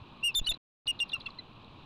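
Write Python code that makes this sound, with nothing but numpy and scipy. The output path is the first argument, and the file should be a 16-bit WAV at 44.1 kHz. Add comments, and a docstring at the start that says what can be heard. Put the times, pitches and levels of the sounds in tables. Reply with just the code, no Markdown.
"""A cliff nest above the sea, a small microphone close to a yelping eagle, steady wind and surf behind.
Each yelp is a nearly pure whistle, most led in by a quick downward squeak; the series fades into weak,
cracked notes. Sticks and rock scatter a faint tail. At this distance the loud notes overload the
microphone, which turns them shrill and thumps after the two hardest; the sound cuts out once."""
import sys
import numpy as np
from scipy import signal
from scipy.fft import rfft, irfft
from scipy.io import wavfile
from scipy.ndimage import uniform_filter1d

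SR = 44100
rng = np.random.default_rng(int(sys.argv[2]) if len(sys.argv) > 2 else 0)


def wrap_up_sound(samples):
    """Save the sound to the file named by the first command line argument, as 16-bit audio."""
    columns = np.atleast_2d(samples).T
    # keep every value between -1 and 1, then stretch to whole-number steps
    tamed = np.clip(columns, -1, 1)
    steps = np.round(tamed * 32767).astype(np.int16)
    wavfile.write(sys.argv[1], SR, steps)


N = 81585

RASP_HZ = 550  # how fast the voice wavers in pitch and level
CLIP_DB = -26  # ceiling of the microphone


def yelps(t):
    """The eagle, close up: arched, quivering whistles that crack to half the pitch as the voice weakens."""
    # One yelp a row: (start [s], attack [s], hold [s], release [s], pitch at the start [Hz],
    # after the attack [Hz], after the hold [Hz], at the end [Hz], level [dB],
    # octave [dB re the whistle], undertone [dB re the whistle], rasp [0-1])
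    notes = [ (.227, 0.021, 0.026, 0.048, 2670, 2847, 2840, 2496, -19.5, -25, -70.5, 0),
             (0.348, 0.0084, .025, .028, 3520, 3575, 3600, 3330, -18.5, -8.5, -59.5, 0.06),
             (.4665, .007, .009, .011, 2800, 2970, 2945, 2820, -22, -28, -24, .1),
             (.487, .009, .007, .025, 3780, 3690, 3560, 3430, -18.5, -13, -45, .12),
             (0.8748, 0.0036, 0.03, 0.012, 2790, 2872, 2850, 2670, -22, -29.5, -53.5, 0.15),
             (1, 0.0056, 0.024, 0.017, 2747, 2835, 2780, 2740, -23, -25, -58, 0),
             (1.131, 0.0049, 0.0093, 0.014, 2800, 2830, 2780, 2660, -24, -29.5, -48.5, 0),
             (1.146, .006, .006, .019, 2730, 2715, 2700, 2620, -32, -26, -15, .04),
             (1.257, 0.0067, 0.0063, 0.016, 2760, 2750, 2677, 2500, -31.5, -33.5, -23, 0.16),
             (1.385, .005, .003, .018, 4190, 4130, 4060, 3860, -35.5, -48, -13, .04), ]
    flutter_hz, flutter_depth, jitter_depth = 59.2, 0.0072, 0.003  # depths are shares of the pitch
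    first_crest_s, bloom_s, screech_db = 0.013, 0.02, -10
    out, jitter, grain = np.zeros(N), walk(RASP_HZ), walk(RASP_HZ)
    screech = noise(2, 8000)
    for start, attack, hold, release, *pitches_hz, db, octave_db, under_db, rasp in notes:
        knots = start + np.cumsum([0, attack, hold, release])
        fade = np.interp(t, knots[2:], [1, 0])
        effort = np.interp(t, knots[:2], [0, 1]) * fade ** 1.86
        flutter = flutter_depth * fade ** 2 * np.cos(2 * np.pi * flutter_hz * (t - start - first_crest_s))
        pitch_hz = np.interp(t, knots, pitches_hz) * (1 + flutter + jitter_depth * jitter)
        phase = 2 * np.pi * np.cumsum(pitch_hz) / SR
        octave = np.clip((t - start) / bloom_s, 0, 1) ** 2 * np.cos(2 * phase)  # builds up after the onset
        undertone = np.sin(phase / 2) + (pitches_hz[1] < 3000) * np.sin(1.5 * phase)
        tone = np.sin(phase) + undb(octave_db) * octave + undb(under_db) * undertone
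        # Forced notes, rich in the octave, break into noise as they end.
        tone += undb(octave_db + screech_db) * np.sqrt(np.maximum(1 - fade, 0)) * screech
        roughness = 1 + (rasp + 0.19 * (1 - fade)) * grain  # raspier as the note fades
        out += undb(db) * effort * roughness * tone
    return out


def squeaks(t):
    """Brief, raspy squeaks and soft peeps, plus two faint low tones from the overloaded microphone."""
    # One glide a row: (start [s], length [s], first pitch [Hz], last pitch [Hz], level [dB])
    # The two rows below 700 Hz are the overload's difference tones.
    glides = [ (0.341, 0.016, 5270, 3300, -31), (0.391, 0.025, 2950, 2530, -37.5),
              (0.438, 0.02, 3800, 4060, -39), (0.458, 0.017, 4800, 3876, -29.5),
              (0.51, 0.0176, 2778, 2655, -33), (.516, .011, 4440, 3610, -32.5),
              (0.388, 0.015, 676, 622, -51.5), (0.502, 0.02, 682, 642, -44.5),
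              (0.533, 0.018, 3980, 3980, -36.5), (0.8673, 0.0079, 4980, 3290, -31),
              (.989, 0.0089, 4600, 3230, -34.5), (.998, 0.0066, 3680, 3540, -29),
              (1.084, 0.014, 12600, 8000, -70), (1.089, .014, 5080, 2960, -40),
              (1.097, .017, 3780, 4080, -48), (1.115, 0.011, 4300, 3250, -35.5),
              (1.126, 0.0084, 3600, 3430, -34), (1.163, 0.0069, 1327, 1060, -41.5),
              (1.193, 0.015, 12500, 8000, -75), (1.199, 0.014, 5240, 3000, -42.5),
              (1.209, .013, 3750, 4180, -44.5), (1.26, 0.0064, 4400, 4180, -38.5),
              (1.26, 0.016, 3500, 3340, -39), (1.283, 0.012, 1175, 1074, -42),
              (1.301, 0.0089, 4920, 3670, -45.5), (1.532, 0.0055, 5000, 4170, -64),
              (1.644, 0.005, 4440, 3650, -47), ]
    out = np.zeros(N)
    grain = 1 + 0.17 * walk(RASP_HZ)
    jitter = 1 + 0.012 * walk(RASP_HZ)
    scratch = undb(-20.5) * noise(3, 4000)
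    for start, length, first_hz, last_hz, db in glides:
        progress = np.clip((t - start) / length, 0, 1)
        pitch_hz = (first_hz + (last_hz - first_hz) * progress) * jitter
        phase = 2 * np.pi * np.cumsum(pitch_hz) / SR
        swell = np.sin(np.pi * progress ** 1.52)
        out += undb(db) * swell * (grain * np.sin(phase) + scratch)
    return out


def hiss(voice):
    """Faint high hiss that rises with the loud notes."""
    high_noise = noise(2, [2500, 12800], "bandpass")
    return undb(-38.5) * np.abs(voice).max() * strength(voice) ** 1.4 * high_noise


def nest(voice, t):
    """Sticks and rock around the bird scatter its voice into a short, faint, dull tail."""
    t60_s = 0.17
    tail = rng.standard_normal(N) * np.exp(-np.log(1000) * t / t60_s)
    dull = signal.sosfilt(signal.butter(6, 4300, fs=SR, output="sos"), voice)
    return undb(-23) * signal.fftconvolve(dull, tail / np.linalg.norm(tail))[:N]


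def gust(t):
    """One soft, low puff of wind on the microphone."""
    at_s, width_s, hz = 0.0233, 0.009, 95
    return undb(-43) * bump(t, at_s, width_s) * np.sin(2 * np.pi * hz * (t - at_s))


def surf():
    """Wind and distant surf: octave bands of noise that swell together and flicker alone."""
    # Spectrum of the wind and surf: (frequency [Hz], relative level per hertz [dB])
    contour = [(25, -3.5), (70, -5.5), (135, -1), (280, -6.5), (480, -13.5), (700, -14), (1080, -7.5),
               (1400, -20), (1750, -25.5), (2100, -29), (2500, -14), (3100, -19), (4000, -18.5),
               (4700, -32.5), (5500, -42.5), (8000, -52), (15000, -60)]
    contour_hz, contour_db = np.array(contour).T
    hz = np.maximum(np.arange(N // 2 + 1) * SR / N, 1)
    spectrum = rfft(rng.standard_normal(N)) * undb(np.interp(np.log(hz), np.log(contour_hz), contour_db))
    octave = np.floor(np.log2(hz))
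    out, swell_db = np.zeros(N), 0.4 * walk(9)
    for k in np.unique(octave):
        flicker_db = 0.9 * walk(39)
        out += irfft(spectrum * (octave == k), N) * undb(swell_db + flicker_db)
    return undb(-52.5) * unit(out)


def overload(dry):
    """The microphone flattens loud peaks, a little more on one side than the other."""
    hardness, bias, oversample = 8.7, 0.095, 4
    drive = signal.resample_poly(dry, oversample, 1, axis=1) / undb(CLIP_DB) + bias
    flat = drive / (1 + np.abs(drive) ** hardness) ** (1 / hardness) - bias
    return undb(CLIP_DB) * signal.resample_poly(flat, 1, oversample, axis=1)


def thumps(t):
    """The recovering microphone's offset sags, creeps up while the gain is choked, jumps and falls back."""
    # Thumps after the two hardest overloads: (time [s], level [dB])
    recoveries = [(0.416, -25), (0.518, -33)]
    creep_s, jump_s, fall_s, choke_s = 0.0059, 0.00088, 0.0082, 0.0072
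    offset, gain = np.zeros(N), np.ones(N)
    for at, db in recoveries:
        before, after = np.maximum(at - t, 0), np.maximum(t - at, 0)
        sag = undb(-35) * bump(t, at - 0.02, width_s=0.0075)
        rise = 0.55 * np.exp(-before / creep_s) + 0.45 * bump(before, 0, jump_s)
        offset += undb(db) * rise * np.exp(-after / fall_s) - sag
        choke_depth = min(undb(db - CLIP_DB) ** 2, 1)
        gain *= 1 - choke_depth * bump(t, at - choke_s, choke_s)
    return offset, gain


def undb(db):
    """Decibels to gain."""
    return 10 ** (np.asarray(db) / 20)


def unit(x):
    """Scale to rms 1."""
    return x / np.sqrt(np.mean(x ** 2))


def bump(t, at_s, width_s):
    """Bell curve of height 1."""
    return np.exp(-((t - at_s) / width_s) ** 2)


def noise(order, edge_hz, kind="lowpass"):
    """Filtered white noise of rms 1."""
    band = signal.butter(order, edge_hz, kind, fs=SR, output="sos")
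    return unit(signal.sosfilt(band, rng.standard_normal(N)))


def walk(rate_hz):
    """Smooth random wander of rms 1, changing about rate_hz times a second."""
    hz = np.arange(N // 2 + 1) * SR / N
    return unit(irfft(rfft(rng.standard_normal(N)) / (1 + (hz / rate_hz) ** 4), N))


def strength(x):
    """Amplitude smoothed over 3 ms, 1 at the loudest moment."""
    level = uniform_filter1d(np.abs(x), size=132)
    return np.maximum(level / level.max(), 0)


def scene():
    """The bird close by, the sea far off, in mono."""
    t = np.arange(N) / SR
    voice = yelps(t) + squeaks(t)
    return (voice + hiss(voice) + nest(voice, t) + surf() + gust(t))[None]


def record(dry):
    """The microphone overloads, thumps and rumbles under loud notes; one dropout; the top is cut."""
    dropout_start_s, dropout_end_s, top_hz = 0.5757, 0.8575, 15800
    t = np.arange(N) / SR
    offset, gain = thumps(t)
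    rumble = undb(-56.5) * strength(dry[0]) * walk(rate_hz=90)
    heard = gain * overload(dry) + offset + rumble
    live = (t < dropout_start_s) | (t > dropout_end_s)
    gate = uniform_filter1d(live.astype(float), size=44)  # 1 ms edges
    top_cut = signal.ellip(10, 0.2, 70, top_hz, fs=SR, output="sos")
    return signal.sosfilt(top_cut, heard * gate)


dry = scene()
out = record(dry)
wrap_up_sound(out)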